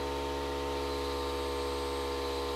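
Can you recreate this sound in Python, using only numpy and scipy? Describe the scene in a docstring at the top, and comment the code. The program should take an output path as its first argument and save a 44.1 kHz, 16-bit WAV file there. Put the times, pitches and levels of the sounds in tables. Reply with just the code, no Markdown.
"""An electric air compressor is already running in a cluttered shed. Over the rumble of its casing, each
turn of the crank gives a pumping throb, a clatter and a rush of air; a steady tone beats with the throb.
Just over half a second in, the wearer of the shirt microphone turns, which shifts the balance of the
tones and opens up the treble. The motor then slows a little as the tank fills, and a thin whistle
swells to its peak near two seconds and falls away."""
import sys
import numpy as np
from scipy import signal
from scipy.fft import rfft, irfft
from scipy.io import wavfile

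SR = 44100
rng = np.random.default_rng(int(sys.argv[2]) if len(sys.argv) > 2 else 0)


def to_wav(sig):
    """Store sig (one row per channel, or 1-D mono) as 16-bit WAV at the path in sys.argv[1].

    Samples outside -1..1 are clipped; the rate is SR.
    """
    pcm = np.clip(np.atleast_2d(sig), -1, 1) * 32767
    pcm = np.round(pcm).astype(np.int16)
    wavfile.write(sys.argv[1], SR, pcm.T)  # frames by channels


N = 112454

# The crank's pace, sagging as the tank fills. Each row: time in seconds, speed in turns per second.
CRANK_SPEED = [(0, 70.05), (.75, 70.12), (1.45, 69.62), (2.55, 69.27)]


def undb(db):
    """Decibels to gain."""
    return 10 ** (np.asarray(db) / 20)


def unit(x):
    """Scale to rms 1."""
    return x / np.sqrt(np.mean(x ** 2))


def curve(table):
    """An automation line through rows of time in seconds and value."""
    return np.interp(np.arange(N) / SR, *np.array(table).T)


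def freqs():
    """Frequency of each spectral bin, at least 1 Hz."""
    return np.maximum(np.arange(N // 2 + 1) * SR / N, 1)


def shape(x, gain):
    """Filter with one gain per spectral bin."""
    return irfft(rfft(x) * gain, N)


def noise(table):
    """Noise coloured by rows of frequency in Hz and level in dB per Hz."""
    hz, db = np.array(table).T
    gain = undb(np.interp(np.log(freqs()), np.log(hz), db))
    return shape(rng.standard_normal(N), gain) * np.sqrt(SR / 2)


def drift(rate):
    """A smooth random waver of rms 1, changing about rate times a second."""
    return unit(shape(rng.standard_normal(N), 1 / (1 + (freqs() / rate) ** 2) ** 2))


def ring(hz, width):
    """A resonance kept ringing by turbulence, rms 1."""
    return unit(shape(rng.standard_normal(N), 1 / (1 + ((freqs() - hz) / width) ** 2)))


def shed(x, t60_s=0.23, wet_db=-5):
    """Direct sound plus a short wash of reflections, at unchanged power."""
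    t = np.arange(SR // 2) / SR
    tail = rng.standard_normal(len(t)) * np.exp(-np.log(1000) * t / t60_s)
    wet = shape(x, rfft(tail / np.linalg.norm(tail), N))
    return (x + undb(wet_db) * wet) / np.hypot(1, undb(wet_db))


def casing_rumble():
    """Motor and casing shake, laying a low bed of noise into the shed."""
    # The rumble's colour. Each row: frequency in Hz, level in dB per Hz.
    spectrum = [(20, -94), (80, -91), (200, -95), (260, -80.5), (310, -93), (400, -73), (520, -76.5),
                (660, -81), (900, -75), (1230, -76.5), (1500, -85.5), (2500, -110)]
    return shed(noise(spectrum))


def pump(crank, valve_from_multiple=10, valve_lag_turns=0.3049):
    """One tight throb per turn, then the brighter, looser valve stroke, both locked to the crank."""
    # The pump's harmonics. Each row: multiple of the crank speed, then level in dB at each of the # three times
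    # below: early, just after the microphone turns, and late as the levels drift.
    harmonics = [(1, -43.5, -42.5, -44.0), (2, -53.5, -56.0, -58.5), (3, -65.5, -66.0, -67.5),
                 (4, -45.5, -46.0, -47.5), (5, -49.5, -49.5, -49.5), (6, -41.5, -41.5, -42.5),
                 (7, -41.5, -39.5, -39.5), (8, -54.0, -55.0, -58.0), (9, -49.5, -51.5, -51.5),
                 (10, -57.5, -57.5, -54.0), (11, -53.0, -55.5, -58.0), (12, -58.0, -57.0, -52.0),
                 (13, -43.0, -45.5, -46.0), (14, -69.0, -63.0, -59.5), (15, -52.0, -49.5, -48.0),
                 (16, -66.0, -58.0, -56.5), (17, -57.5, -50.5, -54.5), (18, -58.5, -56.5, -60.0),
                 (20, -63.0, -62.5, -64.5), (24, -65.0, -63.0, -66.0), (25, -70.0, -63.0, -60.5)]
    level_times_s = (0.73, 1.09, 2.25)
    throb_scatter, valve_scatter = 0.61, 0.96  # radians by which the shed scatters the phases
    out = 0
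    for k, *levels in harmonics:
        waver_db = 0.29 * min(k / 4, 2) * drift(2.6)
        level_db = curve(list(zip(level_times_s, levels))) + waver_db
        lag, scatter = (valve_lag_turns, valve_scatter) if k >= valve_from_multiple else (0, throb_scatter)
        phase = k * (crank - 2 * np.pi * lag) + scatter * rng.standard_normal()
        out += undb(level_db) * np.sin(phase)
    return np.sqrt(2) * out


def clatter(crank, turned, low_hz=1850, high_hz=4700, level_db=-55):
    """Piston and valves rattle alike on every stroke; the pattern shifts as the microphone turns."""
    start_speed = CRANK_SPEED[0][1]
    out = 0
    for k in range(int(low_hz / start_speed), int(high_hz / start_speed)):
        # Each harmonic crossfades between two random settings of strength and phase.
        before, after = (complex(*pair) for pair in rng.standard_normal((2, 2)))
        weight = before * np.sqrt(1 - turned) + after * np.sqrt(turned)
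        out += (weight * np.exp(1j * k * crank)).real / np.sqrt(k)
    return undb(level_db) * unit(out)


def air_rush(crank, turned, trim_db=0.5, pulse_depth=0.11):
    """Air pulses with the crank and rings the valves and pipe; it brightens as the microphone turns."""
    # Intake and valve hiss, shaded by the wearer's body, then open after the turn.
    # Each row: frequency in Hz, level in dB per Hz ahead of the trim.
    shaded_spectrum = [(700, -105), (1400, -87), (1900, -83), (3100, -82.5), (3900, -82), (4650, -86.5),
                       (5600, -90.5), (7300, -95.5), (9500, -98.5), (12800, -100.5), (15500, -116)]
    open_spectrum = [(700, -105), (1400, -88), (1900, -82), (3100, -83.5), (4000, -79), (4650, -82),
                     (5500, -91), (7300, -94), (9500, -97), (12800, -98), (15500, -114)]
    # Valve and pipe resonances. Each row: pitch in Hz, width in Hz, level in dB before and after the turn.
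    resonances = [(1920, 48, -58, -63), (2685, 96, -61, -64), (8050, 98, -71, -67.5),
                  (12750, 120, -82, -75)]
    # A narrow metallic ring that comes and goes. Each row: time in seconds, level in dB.
    metal_levels = [(0, -52), (.2, -68), (.6, -75), (.88, -51), (1.15, -58), (1.5, -66), (2.1, -60),
                    (2.3, -53), (2.55, -59)]
    hiss = noise(shaded_spectrum) * np.sqrt(1 - turned) + noise(open_spectrum) * np.sqrt(turned)
    out = shed(hiss) * undb(trim_db)
    for hz, width, before_db, after_db in resonances:
        out += ring(hz, width) * undb(before_db + (after_db - before_db) * turned)
    out += ring(hz=4040, width=15) * undb(curve(metal_levels))
    pulses = (np.cos(2 * crank) + np.cos(4 * crank)) / 2
    return out * (1 + pulse_depth * pulses)


def motor_tone(crank, multiple=4.777, level_db=-53.5):
    """A steady tone just under the pump's fifth harmonic, beating against it."""
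    return np.sqrt(2) * undb(level_db + 0.7 * drift(5)) * np.sin(multiple * crank)


def whistle(pitch_hz=8320, waver_hz=11.7, waver_db=0.6):
    """A thin, unsteady whistle of air that swells and fades."""
    # The whistle's swell. Each row: time in seconds, level in dB.
    swell = [(0, -85), (.9, -71), (1.25, -68), (1.48, -62.5), (1.88, -59), (2.03, -61), (2.13, -71),
             (2.37, -66), (2.55, -78)]
    hz = pitch_hz + waver_hz * drift(63)
    level_db = curve(swell) + waver_db * drift(30)
    return np.sqrt(2) * undb(level_db) * np.sin(2 * np.pi * np.cumsum(hz) / SR)


def scene(turn_start_s=0.61, turn_end_s=1.0, speed_wobble=0.0006):
    """The crank sets the machine's rhythm; one microphone feeds both ears."""
    speed = curve(CRANK_SPEED) * (1 + speed_wobble * drift(13.7))
    crank = 2 * np.pi * np.cumsum(speed) / SR  # angle in radians
    turned = curve([(turn_start_s, 0), (turn_end_s, 1)])  # how far the wearer has come round
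    machine = pump(crank) + motor_tone(crank) + casing_rumble() + clatter(crank, turned)
    mix = machine + air_rush(crank, turned) + whistle()
    return np.array([mix, mix])


def record(dry):
    """A steep low-pass takes off the very top, above 15650 Hz."""
    return signal.sosfilt(signal.ellip(10, .1, 80, 15650, fs=SR, output="sos"), dry)


dry = scene()
out = record(dry)
to_wav(out)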